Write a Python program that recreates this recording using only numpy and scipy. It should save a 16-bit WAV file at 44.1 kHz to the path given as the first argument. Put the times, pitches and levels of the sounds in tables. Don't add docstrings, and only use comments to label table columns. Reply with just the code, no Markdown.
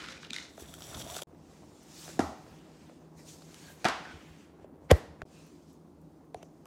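import sys
import numpy as np
from scipy import signal
from scipy.fft import rfft, irfft
from scipy.io import wavfile
from scipy.ndimage import uniform_filter1d

SR = 44100
rng = np.random.default_rng(int(sys.argv[2]) if len(sys.argv) > 2 else 0)


def elevation(decibels):
    levels = np.asarray(decibels, float)
    return 10 ** (levels / 20)


def inscribe(sig):
    pcm = np.round(np.clip(np.atleast_2d(sig).T, -1, 1) * 32767)
    wavfile.write(sys.argv[1], SR, pcm.astype(np.int16))


N = 293706
FIRST = 56000


def evened(x):
    return x / np.sqrt(np.mean(x ** 2) + 1e-20)


def read(points, hz):
    f, value = np.transpose(points)
    return np.interp(np.log(hz + 1), np.log(f + 1), value)


def level(rows):
    return np.interp(np.arange(N) / SR, *np.transpose(rows))


def add(mix, s, sound):
    part = mix[max(round(s * SR), 0):][:len(sound)]
    part += sound[:len(part)]


def coloured(x, points):
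    gain = elevation(read(points, np.fft.rfftfreq(len(x), 1 / SR)))
    return evened(irfft(rfft(x) * gain, len(x)))


def band(x, lo_hz, hi_hz):
    sos = signal.butter(2, [lo_hz, min(hi_hz, .45 * SR)], "bandpass", fs=SR, output="sos")
    return evened(signal.sosfilt(sos, x))


def resonate(x, hz, width):
    pole = np.exp((2j * np.pi * hz - np.pi * width) / SR)
    return 2 * signal.lfilter([1 - abs(pole)], [1, -pole], x).real


def sharp_band(x, hz, width):
    return evened(resonate(resonate(x, hz, width), hz, width))


def body(x, modes, wide_db):
    rings = sum((-1) ** k * elevation(db) * resonate(x, f, w) for k, (f, w, db) in enumerate(modes))
    return evened(rings + elevation(wide_db) * x)


def grit(per_s, spread_db, smooth, flicker_db=3.0, size=N):
    contact_size = elevation(spread_db * np.minimum(rng.exponential(1, size), 3.5))
    grain = contact_size * (rng.random(size) < per_s / SR)
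    bursts = signal.lfilter([1], [1, -.93], grain) * rng.standard_normal(size)
    flicker = evened(uniform_filter1d(uniform_filter1d(rng.standard_normal(size), 700), 700))
    return evened((evened(bursts) + smooth * rng.standard_normal(size)) * elevation(flicker_db * flicker))


def ring(hz, t60, t):
    return np.sin(2 * np.pi * hz * t) * elevation(-60 * t / max(t60, .002))


def crack(t, t60, lo_hz, hi_hz):
    noise = band(rng.standard_normal(len(t)), lo_hz, hi_hz)
    return noise * elevation(-60 * t / t60) * np.minimum(t / 0.00023, 1) / 2


def strokes(rows, db=0, fade=1):
    bend = 1.2
    t = np.arange(0, N, 64) / SR
    s, peak_db, rise, fall = np.transpose(rows)[:4, :, None]
    slope = np.where(t < s, (s - t) / abs(rise), (t - s) / abs(fall * fade))
    gains = elevation(peak_db + np.reshape(db, (-1, 1)) - 20 * slope ** bend)
    return np.interp(np.arange(N) / SR, t, gains.sum(0))


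def patchy(x, db):
    z = signal.stft(x, nperseg=512)[2]
    field = rng.standard_normal(z.shape[::-1]).T
    field = uniform_filter1d(uniform_filter1d(field, size=6, axis=0), size=9, axis=1)
    return signal.istft(z * elevation(db * evened(field)), nperseg=512)[1][:N]


def tinted(rows, x):
    out = np.zeros(N)
    for row in rows:
        span = slice(max(round((row[0] - .25) * SR), 0), round((row[0] + .35) * SR))
        out[span] += strokes([row])[span] * sharp_band(x[span], row[4], row[5])
    return out


# frequency in Hz, level in dB per Hz.
KITCHEN_AIR = [(15, -70.5), (25, -37), (80, -3.5), (121, -23), (150, -3.5), (197, -6.5), (321, -3.5),
               (399, -28), (433, -20), (927, -20.5), (1010, -20.5), (1780, -42), (12200, -47.5),
               (15200, -49.5), (16500, -68.5)]
# frequency in Hz, width in Hz, level in dB.
FRIDGE_HUMS = [(158.1, 6.1, -64), (159.3, 17, -65.5), (326, 168, -62), (9150, 59, -94), (15000, 250, -90.5)]
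# time in seconds, pressure in dB.
GRIP = [(0.0, 4), (0.35, 0.5), (0.63, -1), (1.05, 9), (1.2, -0.5), (1.65, 0), (1.98, -2), (2.2, 7),
        (2.61, -1.5), (3.28, 0), (3.65, -2.5), (3.9, 2.5), (4.21, 2), (4.38, -6.5), (4.67, -0.5), (5.05, 2),
        (5.57, -4.5), (6.66, -4)]


def room_tone():
    air = elevation(-59.0) * patchy(coloured(rng.standard_normal(N), KITCHEN_AIR), 1.1)
    hum = sum(elevation(db) * sharp_band(rng.standard_normal(N), f, w) for f, w, db in FRIDGE_HUMS)
    grip_db = level(GRIP)
    rumble = elevation(-64 + 1.7 * grip_db) * band(grit(60, 3.3, 2.0, 2.5), 52, 200)
    creak = elevation(-61.5 + 0.9 * grip_db) * band(grit(200, 3.0, 1.5, 2.0), 170, 720)
    return air + hum + rumble + creak


# frequency in Hz, width in Hz, level in dB.
FULL_GLASS = [(1390, 200, -5.5), (2130, 280, 1), (2480, 100, -9), (2880, 63, -0.5), (3990, 140, -9),
              (5250, 68, 3), (7760, 210, -17)]
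# peak in seconds, level in dB, seconds to rise 20 dB,
# seconds to fall 20 dB, fizz in dB.
STIRS = [
    (0.0, -46, .01, 0.14, -16),
    (.14, -52, 0.3, .13, 2),
    (.252, -53.5, 0.04, .05, -8),
    (.345, -49, 0.03, 0.24, 4.5),
]


def slush():
    stir_end_s, settle_s = 0.495, 0.045
    shuffle = body(band(grit(900, 2.2, 1.1, 1.5, size=FIRST), 1000, 4070), FULL_GLASS, -7.0)
    fizz = band(grit(2500, 2.5, 1.2, size=FIRST), 4260, 6960)
    fizz_db = np.transpose(STIRS)[4]
    wet = strokes(STIRS)[:FIRST] * shuffle + 0.51 * strokes(STIRS, fizz_db)[:FIRST] * fizz
    settle = elevation(-20 * np.maximum(np.arange(FIRST) / SR - stir_end_s, 0) / settle_s)
    return np.pad(settle * wet, (0, N - FIRST))


# start in seconds, peak in dB, low ring in Hz, high ring in Hz,
# high ring in dB.
STIR_CLINKS = [(0.0004, -37, 1380, 4050, -13), (0.062, -31, 1360, 4270, -10),
               (0.0867, -29, 1360, 3570, -5.5), (0.1, -38, 1400, 3600, -6), (0.1256, -45, 1510, 3490, 4),
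               (0.179, -34, 2460, 4000, -22), (0.2324, -29, 1500, 3760, -24), (0.249, -30, 2870, 3940, -12),
               (0.2694, -52, 1570, 3500, 7), (0.3066, -23.5, 2480, 3940, -6),
               (0.3334, -27.5, 1510, 3600, 4), (0.343, -30, 2460, 3700, -3),
               (0.3644, -19.5, 2130, 3990, -8), (0.385, -23, 2000, 3640, -10.5),
               (0.426, -39, 1660, 4100, 1.5)]
# start in seconds, peak in dB, high ring in Hz,
# high ring in dB, tick in dB.
RIDE_CLINKS = [(0.5788, -35.5, 6400, -16, -24), (0.6094, -47, 3570, -15, 2), (0.6586, -51, 3500, 0, -12),
               (0.6845, -49, 3520, 2, -12), (0.89, -46, 5600, 0, -4), (0.7405, -33, 3230, -3, 3),
               (0.807, -38, 5440, -4, -12), (0.822, -41.5, 3230, 8, -15), (0.945, -37, 3500, 1, -20),
               (0.948, -32, 3500, 1, -30), (0.951, -37, 3400, 0, -25), (0.971, -39, 3380, -3, 0),
               (1.0025, -48, 3040, 6, -8), (1.0158, -46, 3240, 12, 6), (1.0195, -46, 3300, 11, 4),
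               (1.0235, -48, 3300, 9, 4), (1.075, -44, 3680, 2, 3), (1.1004, -39, 3400, 5.5, -6),
               (1.1525, -32.5, 3200, -1, -8.5), (1.1673, -24, 6800, -7, -8), (1.188, -37, 3500, -1, -10),
               (1.1915, -38, 3420, 0, -8), (1.222, -36.5, 3300, 7.5, 5)]


def clinks():
    out, t = np.zeros(N), np.arange(3000) / SR
    rise = np.minimum(t / 0.00033, 1)
    low_t60, high_t60 = .012, .009
    stirred = [row + (-31,) for row in STIR_CLINKS]
    riding = [(s, db, 1380, *rest) for s, db, *rest in RIDE_CLINKS]
    for s, db, low_hz, high_hz, high_db, tick_db in stirred + riding:
        high = ring(high_hz, high_t60, t) - 0.39 * ring(high_hz * 1.18, 0.0041, t)
        rings = 0.46 * ring(low_hz, low_t60, t) + elevation(high_db) * high
        snap = elevation(tick_db + 2.0) * crack(t, 0.0039, 4800, 15000)
        snap = snap + elevation(high_db - 1.5) * crack(t, high_t60, 2600, 7200)
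        add(out, s - .0006, elevation(db) * (rise * rings + snap))
        skid = crack(t[:900], 0.029, 0.79 * low_hz, 1.23 * high_hz)[::-1]
        add(out, max(s - 900 / SR, 0), elevation(db - 12.0) * skid)
    return np.array([out, elevation(-9) * out])


# start in seconds, level in dB, start pitch in Hz,
# end pitch in Hz, length in seconds.
THUMPS = [
    (.09, -56, 534, 526, 0.13),
    (.31, -40.5, 243, 224, 0.02),
    (0.614, -48, 76, 60, 0.064),
    (2.198, -40.5, 92, 68, 0.14),
    (4.135, -48, 88, 80, 0.045),
    (4.304, -47.5, 80, 70, 0.022),
    (4.9185, -11.5, 86, 63.5, 0.04),
    (5.08, -49.5, 84.4, 70, 0.067),
    (5.226, -38, 71, 60, 0.02),
    (6.356, -47, 91.5, 70, 0.022),
]


def thumps():
    out = np.zeros(N)
    for s, db, start_hz, end_hz, length in THUMPS:
        u = np.linspace(0, 1, round(length * SR))
        turns = np.cumsum(start_hz + (end_hz - start_hz) * u) / SR
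        swell = np.sin(np.pi * u ** 0.53) * (1 - .5 * u)
        add(out, s, elevation(db + 0.5) * np.sin(2 * np.pi * turns) * swell)
    return out


# time in seconds, scrape level in dB.
COASTER_SPEED = [(.49, -68), (.57, -68), (.6, -54), (.66, -60), (1.024, -47.5), (1.03, -53.5), (1.17, -46),
                 (1.212, -55), (1.23, -46.5)]
# frequency in Hz, width in Hz, level in dB.
COASTER = [(3500, 280, -2.5), (4580, 160, -2.5), (5770, 420, -4), (7100, 170, 1), (7800, 210, -2),
           (9700, 260, -4), (10500, 370, -13), (11700, 370, -10)]
# frequency in Hz, width in Hz, level in dB.
WOOD = [(660, 110, 2), (1280, 230, -4)]


def slide():
    t, speed_db = np.arange(FIRST) / SR, level(COASTER_SPEED)[:FIRST]
    moving = (t > COASTER_SPEED[0][0]) * (t < CUTS[0][0])
    extra_db = speed_db + 54
    scrape = elevation(speed_db) * body(band(grit(900, 2.6, 0.9, 1.6, size=FIRST), 1800, 13000), COASTER, -13.0)
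    slop = elevation(-63 + 0.68 * extra_db) * band(grit(900, 2.8, 1.2, size=FIRST), 900, 2900)
    drum = elevation(-59 + 0.94 * extra_db) * body(band(grit(300, 4.0, .7, size=FIRST), 400, 1800), WOOD, -10)
    hiss = elevation(-63.5 + 1.06 * extra_db) * band(grit(1800, 2.2, 1.8, 1.5, size=FIRST), 5600, 16000)
    return np.pad(moving * (scrape + slop + drum + hiss), (0, N - FIRST))


# start in seconds, peak in dB,
# knock in Hz, slap in dB, tick in dB.
TAPS = [(0.579, -38.5, 649, -18, -15), (0.598, -43, 425, -17, -5), (0.621, -39.5, 400, -25, -14),
        (1.065, -38.5, 656, -16, -9), (1.165, -35.5, 643, -16, -1), (1.219, -34, 580, -6, 1.5),
        (2.079, -40, 736, -1, -18), (2.091, -42, 580, 0, -11), (2.896, -44.5, 584, -6, -27),
        (3.421, -50, 560, 4, -8), (3.544, -58, 1260, 14, 13), (4.052, -46, 660, 9, -28),
        (4.644, -38, 590, -25.5, -39), (4.757, -45.5, 425, -22.5, -30), (5.218, -36.5, 640, 9, -15),
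        (6.345, -28.5, 720, -8, -19), (6.429, -40, 620, -4, -10), (6.656, -49, 1170, 0.5, -0.5)]


def taps():
    near, dry, t = np.zeros(N), np.zeros(N), np.arange(3000) / SR
    rise = np.minimum(t / 0.00033, 1)
    for s, db, knock_hz, slap_db, tick_db in TAPS:
        slap_hz = 2.26 * knock_hz
        add(near, s - .0004, elevation(db + tick_db + 8.5) * crack(t, 0.0073, 2200, 10500))
        slap = 1.57 * rise * (ring(slap_hz, 0.0057, t) - 0.32 * ring(slap_hz * 1.7, 0.0037, t))
        slap = slap + 0.52 * crack(t, 0.014, 870, 3400)
        add(dry, s + 0.00022, elevation(db + slap_db) * slap)
        knock = 1.14 * ring(knock_hz, 0.024, t) - 0.47 * ring(knock_hz * 0.61, 0.044, t)
        add(near, s + 0.00096, elevation(db) * rise * knock)
    return np.array([near + dry, elevation(-13) * (near + .3 * dry)])


# peak in seconds, level in dB, seconds to rise 20 dB,
# seconds to fall 20 dB, dull part in dB.
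STROKES = [(1.52, -68.5, 0.3, 0.95, -2), (2.039, -51, 0.23, 0.19, -9.5), (2.11, -63, 0.07, 0.19, -1),
           (2.5, -71, 0.55, 0.5, 5), (2.86, -71, .5, 0.4, 1.5), (3.19, -63, 0.04, 0.2, -11),
           (3.288, -56, 0.035, 0.19, -11), (3.58, -62.5, 0.25, 0.26, -3.5), (3.697, -63, .35, 0.1, -1),
           (3.82, -65, 0.08, 0.31, 1), (4.1, -70, 0.26, 0.47, 13.5), (4.44, -72.5, .5, 0.1, 2.5),
           (4.65, -79.5, -0.14, 0, 8), (4.84, -78, 0.06, 0.3, -7), (4.98, -66, 0.07, 0.1, -3),
           (5.37, -65, 0.17, 0.52, -2.5), (5.7, -75, 0.03, .09, -15), (6.1, -82.5, -0.3, 0.7, -4),
           (6.58, -80.5, 0.26, 0.5, -1.5)]
# peak in seconds, level in dB, rise in seconds, fall in seconds,
# pitch in Hz.
HOLLOW = [
    (2.1, -62, 0.027, 0.026, 1580),
    (3.68, -58.5, 0.05, 0.07, 1600),
    (4.06, -52, .015, 0.11, 1490),
    (5.37, -68, 0.059, .13, 2530),
]
# peak in seconds, level in dB, rise in
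# seconds, fall in seconds, frequency in Hz, width in Hz.
SCUFFS = [(3.2, -65, .05, .07, 2000, 1200), (3.57, -63, .02, .06, 3220, 1600),
          (3.66, -66, .06, .05, 4450, 800), (4.6, -78, .2, .3, 1500, 600),
          (6.375, -73, .03, .08, 5900, 1400), (6.385, -71, .04, .05, 2400, 1500),
          (6.428, -65, .025, .008, 2300, 1500), (6.45, -75, .02, .06, 6000, 1800),
          (6.4295, -56, .003, .005, 6000, 1400), (6.431, -56, .004, .007, 2500, 900),
          (.605, -54, 0.017, .03, 6100, 1100), (5.21, -64, 0.028, 0.017, 1500, 1500),
          (.83, -55, .015, .06, 5700, 600), (.83, -56, .015, .05, 3350, 400),
          (1.15, -56, .06, .05, 6000, 900), (1.13, -54, .1, .15, 700, 200), (4.96, -60, .03, .12, 2050, 90),
          (3.422, -60, .004, .012, 4500, 1200), (3.295, -62, .03, .06, 6000, 1200),
          (4.055, -50, .004, .03, 1500, 500), (4.105, -56, .01, .03, 1300, 900),
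          (.95, -46, .006, .015, 1250, 500), (.975, -45, .005, .012, 900, 600),
          (1.1, -45, .005, .015, 750, 500), (1.19, -45, .005, .015, 1100, 900),
          (.932, -50, .006, .01, 1200, 500), (1.003, -49, .005, .01, 1300, 700),
          (2.22, -42, .015, .04, 900, 250), (2.24, -41, .04, .07, 290, 90)]
# peak in seconds, level in
# dB, rise in seconds, fall in seconds.
PUFFS = [
    (.61, -58, .03, 0.034),
    (2.5, -79, .2, .12),
    (4.3, -80, .2, .15),
    (2.25, -72, .05, .1),
    (3.73, -68, .15, 0.089),
    (4.975, -63, .06, .03),
]


def rub():
    dull_db = np.transpose(STROKES)[4]
    hiss, dull, airy = (grit(4000, 2.2, 2.0, .7) for _ in range(3))
    hump = strokes(STROKES) * body(band(hiss, 3200, 8400), [(6040, 5100, 0.93)], -2)
    low = strokes(STROKES, dull_db, 0.8) * band(dull, 830, 3100)
    air = (strokes(STROKES, -14 - .25 * dull_db) + strokes(PUFFS)) * band(airy, 7700, 15400)
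    hollow = tinted([row + (300,) for row in HOLLOW], dull)
    return patchy(hump + low + air, 1.4) + hollow + tinted(SCUFFS, hiss)


# start in seconds, level in dB.
SPECKS = [
    (1.83, -60),
    (2.585, -66),
    (5.465, -59),
    (5.73, -61),
    (6.014, -65),
    (6.25, -68),
]


def specks():
    out, t = np.zeros(N), np.arange(3000) / SR
    for s, db in SPECKS:
        add(out, s, elevation(db) * crack(t, .05, 7000, 15500))
    return out


def slam(blows, modes, colour, room_db, spread_db, crack_hz, crack_t60, pushes_back=None):
    solid, loose, far, t = np.zeros(N), np.zeros(N), np.zeros(N), np.arange(6000) / SR
    rings = sum((-1) ** k * elevation(db) * ring(f, t60, t) for k, (f, db, t60) in enumerate(modes))
    for k, (s, db, ms, crack_db, scatter_db) in enumerate(blows):
        push = np.sin(np.pi * np.clip(t[:600] * 1000 / ms, 0, 1))
        sign = -1 if k == pushes_back else 1
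        add(solid, s, sign * elevation(db) * signal.fftconvolve(rings, push / push.sum()))
        add(loose, s, elevation(crack_db) * crack(t, crack_t60, 1600, crack_hz))
        scatter = coloured(rng.standard_normal(len(t)), colour) * elevation(-60 * t / .05)
        add(loose, s, elevation(scatter_db) * scatter * np.minimum(t / 0.0005, 1))
    solid = signal.sosfilt(signal.butter(2, 130, "highpass", fs=SR, output="sos"), solid)
    click = coloured(signal.unit_impulse(400, "mid"), colour)
    add(far, blows[1][0] - .004, elevation(blows[1][4] + spread_db) * click)
    return np.array([solid + loose, elevation(room_db) * solid + far])


# start in seconds, force in dB, contact in ms, crack in dB, scatter in dB.
BOOK_BLOWS = [
    (2.1924, -19.5, 0.21, -22, -31),
    (2.1945, -13, 1.44, -36, -27.5),
    (2.2032, -30, 0.46, -45, -28),
]
# mode in Hz, level in dB, T60 in seconds.
BOOK = [(280, -0.5, 0.028), (760, 4.5, 0.016), (1260, 0, 0.0038), (1690, 1, 0.0084)]
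# frequency in Hz, level in dB per Hz.
BOOK_SCATTER = [(59, -47), (100, -26), (278, -4.5), (400, -20), (870, -13), (1700, -24), (2730, -36),
                (6450, -34.5), (12000, -49), (15600, -80), (22000, -120)]


def book_drop():
    return slam(BOOK_BLOWS, BOOK, BOOK_SCATTER, room_db=-8, spread_db=-0.5, crack_hz=6600, crack_t60=0.013)


# start in seconds, force in dB, contact in ms, crack in dB, scatter in dB.
COVER_BLOWS = [
    (3.8447, -34, .3, -20.5, -29.5),
    (3.8512, -28, .3, -23, -26),
    (3.8528, -16, 0.36, -30, -21.5),
    (3.8560, -13, 0.52, -34, -23.5),
    (3.8635, -27, .5, -36, -31),
    (3.8850, -35.5, .25, -19.5, -33),
    (3.8970, -40, .3, -29, -33),
]
# mode in Hz, level in dB, T60 in seconds.
COVER = [(302, -10, 0.036), (506, -17, 0.016), (767, -1, 0.026), (1074, -12.5, 0.02), (1582, -1, 0.025)]
# frequency in Hz, level in dB per Hz.
COVER_SCATTER = [(90, -41), (200, -3.5), (500, -5), (780, 0.5), (1400, -1.5), (2600, -10), (5700, -20.5),
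                 (12000, -38), (16000, -69)]


def cover_fall():
    return slam(COVER_BLOWS, COVER, COVER_SCATTER, room_db=-17, spread_db=3.5, crack_hz=5800,
                crack_t60=0.017, pushes_back=3)


def squeezed_air():
    t = np.arange(1500) / SR
    rush = band(rng.standard_normal(len(t)), 400, 2200) * elevation(-12 - 60 * t / 0.027)
    out = np.zeros(N)
    add(out, 4.9135 - len(t) / SR, rush[::-1])
    return out


# start in seconds, force in dB, contact in ms,
# crack in dB, scatter in dB.
PHONE_BLOWS = [
    (4.9128, -8, 0.65, -31, -19),
    (4.9137, -14, 0.3, -17, -28),
    (4.9157, -2.5, .6, -27, -30),
    (4.9022, -21, .7, -48, -36),
    (4.9062, -21, .3, -36, -32),
    (4.9095, -19, .25, -36, -30),
]
# mode in Hz, level in dB, T60 in seconds.
PHONE = [(492, 2.5, .0135), (739, -5, 0.034), (308, -9.5, 0.033), (2090, -7.5, 0.013), (171, -15, 0.051),
         (3058, -8, 0.006), (1950, -30.5, .25), (2310, -32.5, .2), (600, -33.5, 0.24)]
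# frequency in Hz, level in dB per Hz.
PHONE_SCATTER = [(88, -52.5), (150, -21), (177, -20), (246, -6), (583, -5), (1400, -18), (1920, -13),
                 (2030, -21.5), (12000, -37.5), (15600, -66.5), (22000, -120)]


def phone_landing():
    return slam(PHONE_BLOWS, PHONE, PHONE_SCATTER, room_db=-28.5, spread_db=-3, crack_hz=13000,
                crack_t60=0.0062, pushes_back=0)


# mode in Hz, level in dB, T60 in seconds.
RIM = [(3100, -12, .007), (4900, -21, .005), (7000, -16, .005), (9000, -14, .005), (10900, -21, .004),
       (13500, -21, .004)]


def rim_snap():
    out, t = np.zeros(N), np.arange(1500) / SR
    rings = sum(elevation(db) * ring(f, t60, t) for f, db, t60 in RIM)
    add(out, 4.9136, rings * np.minimum(t / .0004, 1))
    return out


# frequency in Hz, T60 in seconds.
ECHO = [(100, 0.27), (300, 0.37), (800, 0.52), (2000, 0.52), (5000, 0.63), (12000, 0.4)]


def echo(x):
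    count = (SR - 301) // 20
    reflections = np.zeros(SR)
    reflections[np.arange(300, SR - 20, 20) + rng.integers(0, 20, count)] = rng.choice([-1., 1.], count)
    hz, t, z = signal.stft(reflections, SR, nperseg=256)
    decay = elevation(-60 * t / np.maximum(read(ECHO, hz), .05)[:, None])
    tail = signal.istft(z * decay, SR, nperseg=256)[1]
    return signal.fftconvolve(x, tail / np.linalg.norm(tail))[:N]


def scene():
    hits, sent = clinks() + taps() + book_drop() + cover_fall() + phone_landing()
    shot = np.searchsorted([a for a, b in CUTS], np.arange(N) / SR)
    room = sum((shot == k) * echo((shot == k) * sent) for k in range(3))
    rubbing = slush() + slide() + rub()
    return (room_tone() + rubbing + hits + room + thumps() + specks() + squeezed_air() + rim_snap())[None]


def low_pass(x):
    return signal.sosfilt(signal.butter(12, 16680, fs=SR, output="sos"), x)


# start in seconds, end in seconds.
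CUTS = [
    (1.2352, 1.2700),
    (5.2352, 5.2533),
]


def record(dry):
    t = np.arange(N) / SR
    heard = signal.sosfilt(signal.butter(3, 38, "highpass", fs=SR, output="sos"), dry)
    heard = signal.oaconvolve(heard, signal.firwin(255, 16100, fs=SR)[None], "same")
    gap = sum((t > a) * (t < b) for a, b in CUTS)
    residue = elevation(-88) * band(band(rng.standard_normal(N), 100, 900), 100, 900)
    return low_pass(heard * uniform_filter1d(1. - gap, 30) + gap * residue)


dry = scene()
out = record(dry)
inscribe(out)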